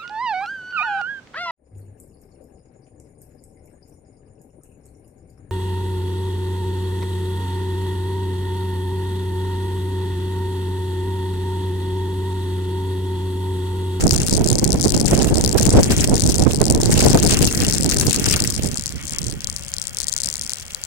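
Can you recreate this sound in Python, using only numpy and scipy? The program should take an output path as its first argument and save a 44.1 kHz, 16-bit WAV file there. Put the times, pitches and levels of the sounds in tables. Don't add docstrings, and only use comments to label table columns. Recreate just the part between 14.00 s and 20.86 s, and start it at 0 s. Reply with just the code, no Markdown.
import sys
import numpy as np
from scipy import signal
from scipy.fft import rfft, irfft, next_fast_len
from scipy.io import wavfile

SR = 44100
rng = np.random.default_rng(int(sys.argv[2]) if len(sys.argv) > 2 else 0)


def put_to_file(sound):
    columns = np.atleast_2d(sound).T
    safe = np.clip(columns, -1, 1)
    whole_steps = np.round(safe * 32767)
    wavfile.write(sys.argv[1], SR, whole_steps.astype(np.int16))


N = 302526
TIME = np.arange(N) / SR
FFT_SIZE = 2 * next_fast_len(N // 2 + 2048)
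HZ = np.fft.rfftfreq(FFT_SIZE, 1 / SR)

# time_s, level_db, left_minus_right_db
WIND_COURSE = [(0, -21, -7), (0.6, -21, -5.5), (1.05, -17, 2.5), (1.3, -20.5, -11), (1.8, -17, 2.5),
               (2.5, -21, -8.5), (2.85, -16.5, -4), (3.25, -18, 2), (3.55, -21.5, -3.5), (4.1, -22, 2),
               (4.65, -27, -7.5), (4.87, -38, -6.5), (5.1, -40, -7.5), (5.3, -33, -18.5),
               (5.48, -39.5, 4.5), (5.9, -46.5, 1), (6.3, -47, -10), (6.86, -51.5, 5)]
# centre_s, level_db, left_minus_right_db, half_length_s
BUFFETS = [(0.051, -16, 2.5, 0.013), (0.413, -16.5, -5.5, 0.016), (0.75, -14.5, -7.5, 0.0092),
           (0.86, -12, -7.5, 0.01), (1.132, -11.5, -7.5, 0.015), (1.324, -14.5, 9.5, 0.012),
           (1.558, -18.5, -15.5, 0.013), (1.666, -19.5, 21.5, 0.0053), (1.746, -10.5, -4.5, 0.012),
           (1.784, -8, 2, 0.02), (2.123, -17, -8.5, 0.032), (2.415, -15, -6.5, 0.022),
           (2.801, -19.5, -16.5, 0.0055), (3.062, -10.5, 6, 0.015), (3.152, -7, -1, 0.0091),
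           (3.248, -14, 1, 0.018), (3.414, -21, 9, .016), (3.864, -18, -6, .016), (4.083, -18, -2, 0.019),
           (4.65, -25.5, -13, 0.03), (4.959, -29, -6.5, 0.017), (5.125, -26.5, -12, 0.0049),
           (5.341, -29, -11, 0.01)]
# centre_hz, level_db (at a wind of -20 dB), growth_db_per_wind_db
EDDY_BANDS = [(21.6, -39, 1.3), (57, -28, 0.89), (133, -24.5, 0.96), (292, -28, 1.3137), (567, -38, 1.89),
              (1136, -59.5, 2.5), (2760, -63, 2)]
# time_s, gain_db
RUMBLE_COURSE = [(0, 3), (0.9, -3), (2.1, 2.5), (3.2, 1.5), (4.2, -3), (5, 6.5), (6.86, 13)]
# frequency_hz, gain_db
RUB_SPECTRUM = [(100, -34), (400, -0.5), (1000, -1.5), (2300, 1), (3300, 1.5), (3800, -34), (9000, -41),
                (15000, -6)]
# pitch_hz, width_hz, peak_db
RIM_MODES = [(555, 43, 10), (860, 85, 0.5), (1435, 30, 9), (1890, 50, 7.5), (2230, 93, 7.5),
             (3346, 180, 11.5)]
# start_s, level_db
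CHATTERS = [(0.2, -37), (0.27, -39), (1.275, -35), (1.9, -35), (2.97, -31), (3.36, -29), (3.476, -31.5),
            (3.64, -27.5), (4.18, -31.5), (4.26, -35)]
# centre_s, level_db, half_length_s
TREAD_SLIDES = [(0.22, -47, 0.033), (1.14, -34, 0.043), (1.922, -36, 0.1), (3.05, -36, .08),
                (3.34, -31.5, 0.057), (3.64, -39.5, 0.11), (4.303, -36.5, 0.15), (4.66, -43.5, 0.057),
                (5.011, -39, 0.033), (5.15, -40, 0.037)]
# time_s, level_db
CRUNCH_COURSE = [(0, -28.5), (0.1, -43), (0.22, -33), (0.36, -41), (0.7, -43.5), (1.05, -38.5), (1.15, -30),
                 (1.45, -40), (1.95, -29), (2.2, -41.5), (2.3, -35.5), (2.62, -46.5), (2.98, -24.5),
                 (3.15, -32), (3.36, -24.5), (3.8, -34.5), (4.0, -29.5), (4.33, -28.5), (4.47, -34.5),
                 (4.68, -35), (4.85, -44.5), (5.3, -43.5), (6.1, -48.5), (6.5, -43), (6.86, -47.5)]
# start_s, level_db
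STONE_JOLTS = [(0.005, -17), (0.137, -13), (0.204, -19), (0.28, -19.5), (0.858, -37), (0.94, -13),
               (1.111, -22), (1.141, -22), (1.243, -14.5), (1.577, -8), (1.659, -14.5), (1.92, -10),
               (2.04, -8.5), (2.507, -16.5), (3.004, -6), (3.918, -11), (4.258, -9.5)]
# frequency_hz, gain_db
CRUNCH_SPECTRUM = [(200, -7.5), (900, -8), (1600, -0.5), (2200, -2.5), (4300, -2), (6500, -0.5),
                   (9500, -0.5), (11000, -8), (15500, -9)]
# pitch_hz, width_hz, peak_db
FITTING_MODES = [(2700, 74, 6.5), (3600, 120, -2.5), (5670, 250, 2.5), (7050, 250, 0.5), (9100, 280, -8),
                 (13900, 770, 0)]
# frequency_hz, gain_db
MOUNT_RESPONSE = [(300, -26.5), (1500, -27), (2700, -28), (3600, -14), (4700, -4), (7500, -2.5),
                  (9200, -4.5), (10800, -17.5), (12200, -20), (14000, -35), (15400, -19.5), (16500, -37)]
# time_s, level_db
BITE_COURSE = [(0, -7.5), (0.6, -5.5), (1.1, -6.5), (1.65, -2.5), (2.3, -6), (2.72, -5.5), (3.1, -2),
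               (3.55, -4), (4.38, -1), (4.58, -12), (4.85, -13), (5.15, -12.5), (5.46, -22), (5.62, -20.5),
               (5.82, -16), (6.15, -8.5), (6.48, -14.5), (6.7, -24.5), (6.86, -15)]
# centre_s, half_length_s
CLEAR_RUNS = [(0.051, 0.0092), (0.254, 0.018), (0.422, 0.035), (0.773, 0.031), (1.302, 0.043),
              (1.56, 0.026), (1.757, 0.041), (1.878, .03), (2.482, 0.038), (2.584, 0.021), (2.779, 0.02),
              (3.489, 0.017), (4.036, 0.015), (4.181, .015), (4.586, 0.011), (4.97, 0.065), (5.374, 0.03),
              (5.917, 0.018), (6.786, 0.03)]
# start_s, level_db
DISTINCT_SNAPS = [(0.1095, 13.5), (0.2662, -11.0), (0.444, -9.5), (0.6432, 7), (0.721, -8), (0.9655, -7.5),
                  (1.4402, -2.5), (1.832, 3.5), (2.0438, -3), (2.7008, 5.5), (3.418, -10), (3.576, -9.0),
                  (3.62, -9), (3.8102, -9), (4.146, -8.0), (4.2571, -10), (4.7731, -8.5), (4.8596, -10),
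                  (5.1858, -6.5), (5.2672, -13.5), (5.445, -9.5), (5.4724, -10), (5.4995, -9.5),
                  (5.564, -11), (5.683, -17.5), (5.7396, -8), (5.784, -11.5), (5.817, -10), (5.8712, -10.5),
                  (6.0032, -8), (6.1651, -5), (6.203, -12.5), (6.259, -11.5), (6.2882, -8), (6.356, -12.5),
                  (6.413, -11), (6.4954, -10), (6.535, -9.5), (6.748, -9.5), (6.8383, -11.5)]

SMOOTH_DB, ROUGH_DB = -43.5, -32
JITTER_S = (.0014, .005)
CATCH_SHARE, REBOUND_SHARE = (.85, .68), (.07, .4)
STRAY_DB = (5, -6.5)


def amp(db):
    return 10 ** (np.asarray(db) / 20)


def unit(x):
    return x / np.sqrt(np.mean(x ** 2) + 1e-20)


def curve(rows, column=1, times=TIME):
    rows = np.asarray(rows)
    return np.interp(times, rows[:, 0], rows[:, column])


def swell(centre_s, half_s):
    return np.exp(-np.minimum(((TIME - centre_s) / half_s) ** 2, 50))


def colour(points, hz, modes=()):
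    points_hz, db = np.transpose(points)
    peaks_db = sum(height / (1 + (2 * (hz - centre) / width) ** 2) for centre, width, height in modes)
    return amp(np.interp(np.log(hz + 1), np.log(points_hz), db) + peaks_db)


def minimum_phase(gain):
    cepstrum = irfft(np.log(np.maximum(gain, 1e-5)))
    half = cepstrum.shape[-1] // 2
    cepstrum[..., 1:half] *= 2
    cepstrum[..., half + 1:] = 0
    return np.exp(rfft(cepstrum))


def filtered(x, gain):
    return irfft(rfft(x, FFT_SIZE) * gain, FFT_SIZE)[..., :N]


def wander(hz, channels=1):
    return unit(filtered(rng.standard_normal((channels, N)), np.exp(-(HZ / hz) ** 2)))


def air_noise(shared, lag_samples=5):
    noise = rng.standard_normal((3, N))
    common = np.array([np.roll(noise[2], lag_samples), noise[2]])
    return np.sqrt(shared) * common + np.sqrt(1 - shared) * noise[:2]


def add(mix, start_s, sound):
    part = mix[max(round(start_s * SR), 0):][:len(sound)]
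    part += sound[:len(part)]


def by_ground(times, smooth, rough):
    return np.interp(curve(CRUNCH_COURSE, times=times), [SMOOTH_DB, ROUGH_DB], [smooth, rough])


def wind(lump_db=3.0, lump_hz=35, eddies_per_s=800, rumble_hz=70, left_db=-0.5, rumble_left_db=5):
    side = np.array([[.5], [-.5]])
    steady_db = curve(WIND_COURSE) + side * (curve(WIND_COURSE, column=2) + left_db)
    power = amp(steady_db + lump_db * wander(lump_hz, channels=2)) ** 2
    for centre_s, db, lean_db, half_s in BUFFETS:
        power += amp(db + side * lean_db) ** 2 * swell(centre_s, half_s)
    gust_db = 10 * np.log10(power) + 20
    thumps = unit(rng.standard_normal((2, N)) * (rng.random((2, N)) < eddies_per_s / SR))
    turbulence = rfft(thumps + 0.48 * rng.standard_normal((2, N)), FFT_SIZE)
    log_centres = np.log([row[0] for row in EDDY_BANDS])
    corners = np.concatenate([[log_centres[0] - 1], log_centres, [log_centres[-1] + 1]])
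    rumble_db = curve(RUMBLE_COURSE) + side * rumble_left_db
    out = np.zeros((2, N))
    for k, (hz, db, growth) in enumerate(EDDY_BANDS):
        band = np.interp(np.log(HZ + 1), corners[k:k + 3], [0, 1, 0])
        eddies = unit(irfft(turbulence * band, FFT_SIZE)[:, :N])
        out += eddies * amp(db + growth * gust_db + rumble_db / (1 + (hz / rumble_hz) ** 2))
    return out


def brake_rub(level_db=-45):
    return amp(level_db) * unit(filtered(air_noise(shared=0.81), colour(RUB_SPECTRUM, HZ, RIM_MODES)))


def loose_fitting(pitch_hz=2750, width_hz=190, half_s=0.011):
    band = 1 / (1 + (2 * (HZ - pitch_hz) / width_hz) ** 2)
    ring = unit(filtered(air_noise(shared=0.41), band)) * np.array([[.6], [1.1]])
    return ring * sum(amp(db) * swell(start_s + half_s, half_s) for start_s, db in CHATTERS)


def scuffs(centre_hz=1900, octaves=1.4, grain_db=2.5):
    band = np.exp(-(np.log2((HZ + 1) / centre_hz) / octaves) ** 2)
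    grains = air_noise(shared=0.87) * amp(grain_db * wander(hz=180))
    grit = unit(filtered(grains, band * colour(RUB_SPECTRUM, HZ, RIM_MODES)))
    return grit * sum(amp(db) * swell(centre_s, half_s) for centre_s, db, half_s in TREAD_SLIDES)


def tyre(level_db=2.0, jolt_db=-2.5, stones_per_s=200, size_db=4, rattle_s=0.0048, jolt_s=0.0047):
    t = np.arange(SR // 20) / SR
    sizes = amp(size_db * np.minimum(rng.exponential(1, N), 2.8))
    stones = sizes * (rng.random(N) < stones_per_s / SR)
    burst_power = np.exp(-2 * t / rattle_s) * (1 - np.exp(-t / 0.00087))
    rattle = abs(signal.oaconvolve(stones ** 2, burst_power)[:N])
    grind = by_ground(TIME, smooth=0.015, rough=0.1)
    power = (rattle / rattle.mean() + grind) / (1 + grind) * amp(curve(CRUNCH_COURSE) + level_db) ** 2
    jolt = 2 * np.exp(-t / jolt_s) * (1 - np.exp(-t / 0.0043))
    for start_s, db in STONE_JOLTS:
        add(power, start_s, (amp(db + jolt_db) * jolt) ** 2)
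    body = unit(colour(CRUNCH_SPECTRUM, HZ, FITTING_MODES))
    left, right = filtered(air_noise(shared=0.18) * np.sqrt(power), minimum_phase(body))
    mount_treble = 1 + (amp(2) - 1) * colour(MOUNT_RESPONSE, HZ)
    return np.array([filtered(left, mount_treble), right])


def patchy(crunch, patch_db=4.5, band_count=6):
    log_centres = np.log(np.geomspace(1200, 13000, band_count))
    bands = (np.interp(np.log(HZ + 1), log_centres, row) for row in np.eye(band_count))
    out = sum(filtered(crunch, band) * amp(patch_db * wander(hz=49)) for band in bands)
    return out * crunch.std() / out.std()


def snaps(rows, slip_s=0.0004415, vary_db=2.0, lead_s=0.00022, ring_db=-37, ring_s=0.0031, size=512):
    hz = np.fft.rfftfreq(size, 1 / SR)
    t = np.arange(size) / SR
    contacts = rng.standard_normal((len(rows), 8))
    delays_s = slip_s * rng.uniform(0.26, 1.273, (len(rows), 2))
    rings = rng.standard_normal((len(rows), size)) * np.exp(-t / ring_s)
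    offsets_s = rng.uniform(-.0002, .0002, len(rows)) - lead_s
    mount = colour(MOUNT_RESPONSE, hz)
    out = np.zeros(N)
    for (start_s, db), contact, delay_s, ring, offset_s in zip(rows, contacts, delays_s, rings, offsets_s):
        tint = amp(vary_db * np.interp(hz, np.linspace(3000, 13000, 6), contact[2:]))
        lesser_slips = 0.46 * contact[:2] @ np.exp(-2j * np.pi * delay_s[:, None] * hz)
        tick = irfft(minimum_phase(mount * tint) * (1 + lesser_slips + amp(ring_db) * rfft(ring)))
        tick *= np.sqrt(SR / 1000 / np.sum(tick ** 2))
        add(out, start_s + offset_s, amp(db) * tick)
    return out


def judder(rate_hz=73.8, spread_db=6, glance_db=-17.5, rebound_s=.004, rebound_db=-3, count=600):
    late, catch, weakness, bounce, wait = rng.random((count, 5)).T
    beat_s = np.arange(count) / rate_hz
    slip_s = beat_s + by_ground(beat_s, *JITTER_S) * (2 * late - 1)
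    glances = catch > by_ground(beat_s, *CATCH_SHARE)
    slip_db = glance_db * glances - spread_db * weakness
    rebounds = bounce < by_ground(beat_s, *REBOUND_SHARE)
    again_s = slip_s + rebound_s * (.5 + wait)
    return np.append(slip_s, again_s[rebounds]), np.append(slip_db, slip_db[rebounds] + rebound_db)


def loose_grit(snaps_per_s=50, spread_db=36, count=900):
    late, weakness = rng.random((count, 2)).T
    start_s = (np.arange(count) + late) / snaps_per_s
    return start_s, by_ground(start_s, *STRAY_DB) - spread_db * weakness


def brake_ticks(right_db=-33, clear_db=-14.5, gap_s=0.013):
    times, levels_db = np.hstack([judder(), loose_grit()])
    levels_db += curve(BITE_COURSE, times=times)
    levels_db += clear_db * sum(np.exp(-((times - s) / half_s) ** 4) for s, half_s in CLEAR_RUNS)
    until_snap_s = np.array(DISTINCT_SNAPS)[:, 0] - times[:, None]
    in_gap = ((until_snap_s > -JITTER_S[0]) & (until_snap_s < gap_s)).any(axis=1)
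    ticking = np.column_stack([times, levels_db])[~in_gap & (times < N / SR)]
    ticks = snaps(DISTINCT_SNAPS) + snaps(ticking)
    return np.array([ticks, amp(right_db) * ticks])


def scene():
    return wind() + patchy(tyre()) + scuffs() + loose_fitting() + brake_rub() + brake_ticks()


def record(dry):
    clipped = np.clip(dry, -.95, .95)
    low_pass = signal.firwin(255, cutoff=16200, window=("kaiser", 8), fs=SR)
    return signal.oaconvolve(clipped, low_pass[None], "same")


dry = scene()
out = record(dry)
put_to_file(out)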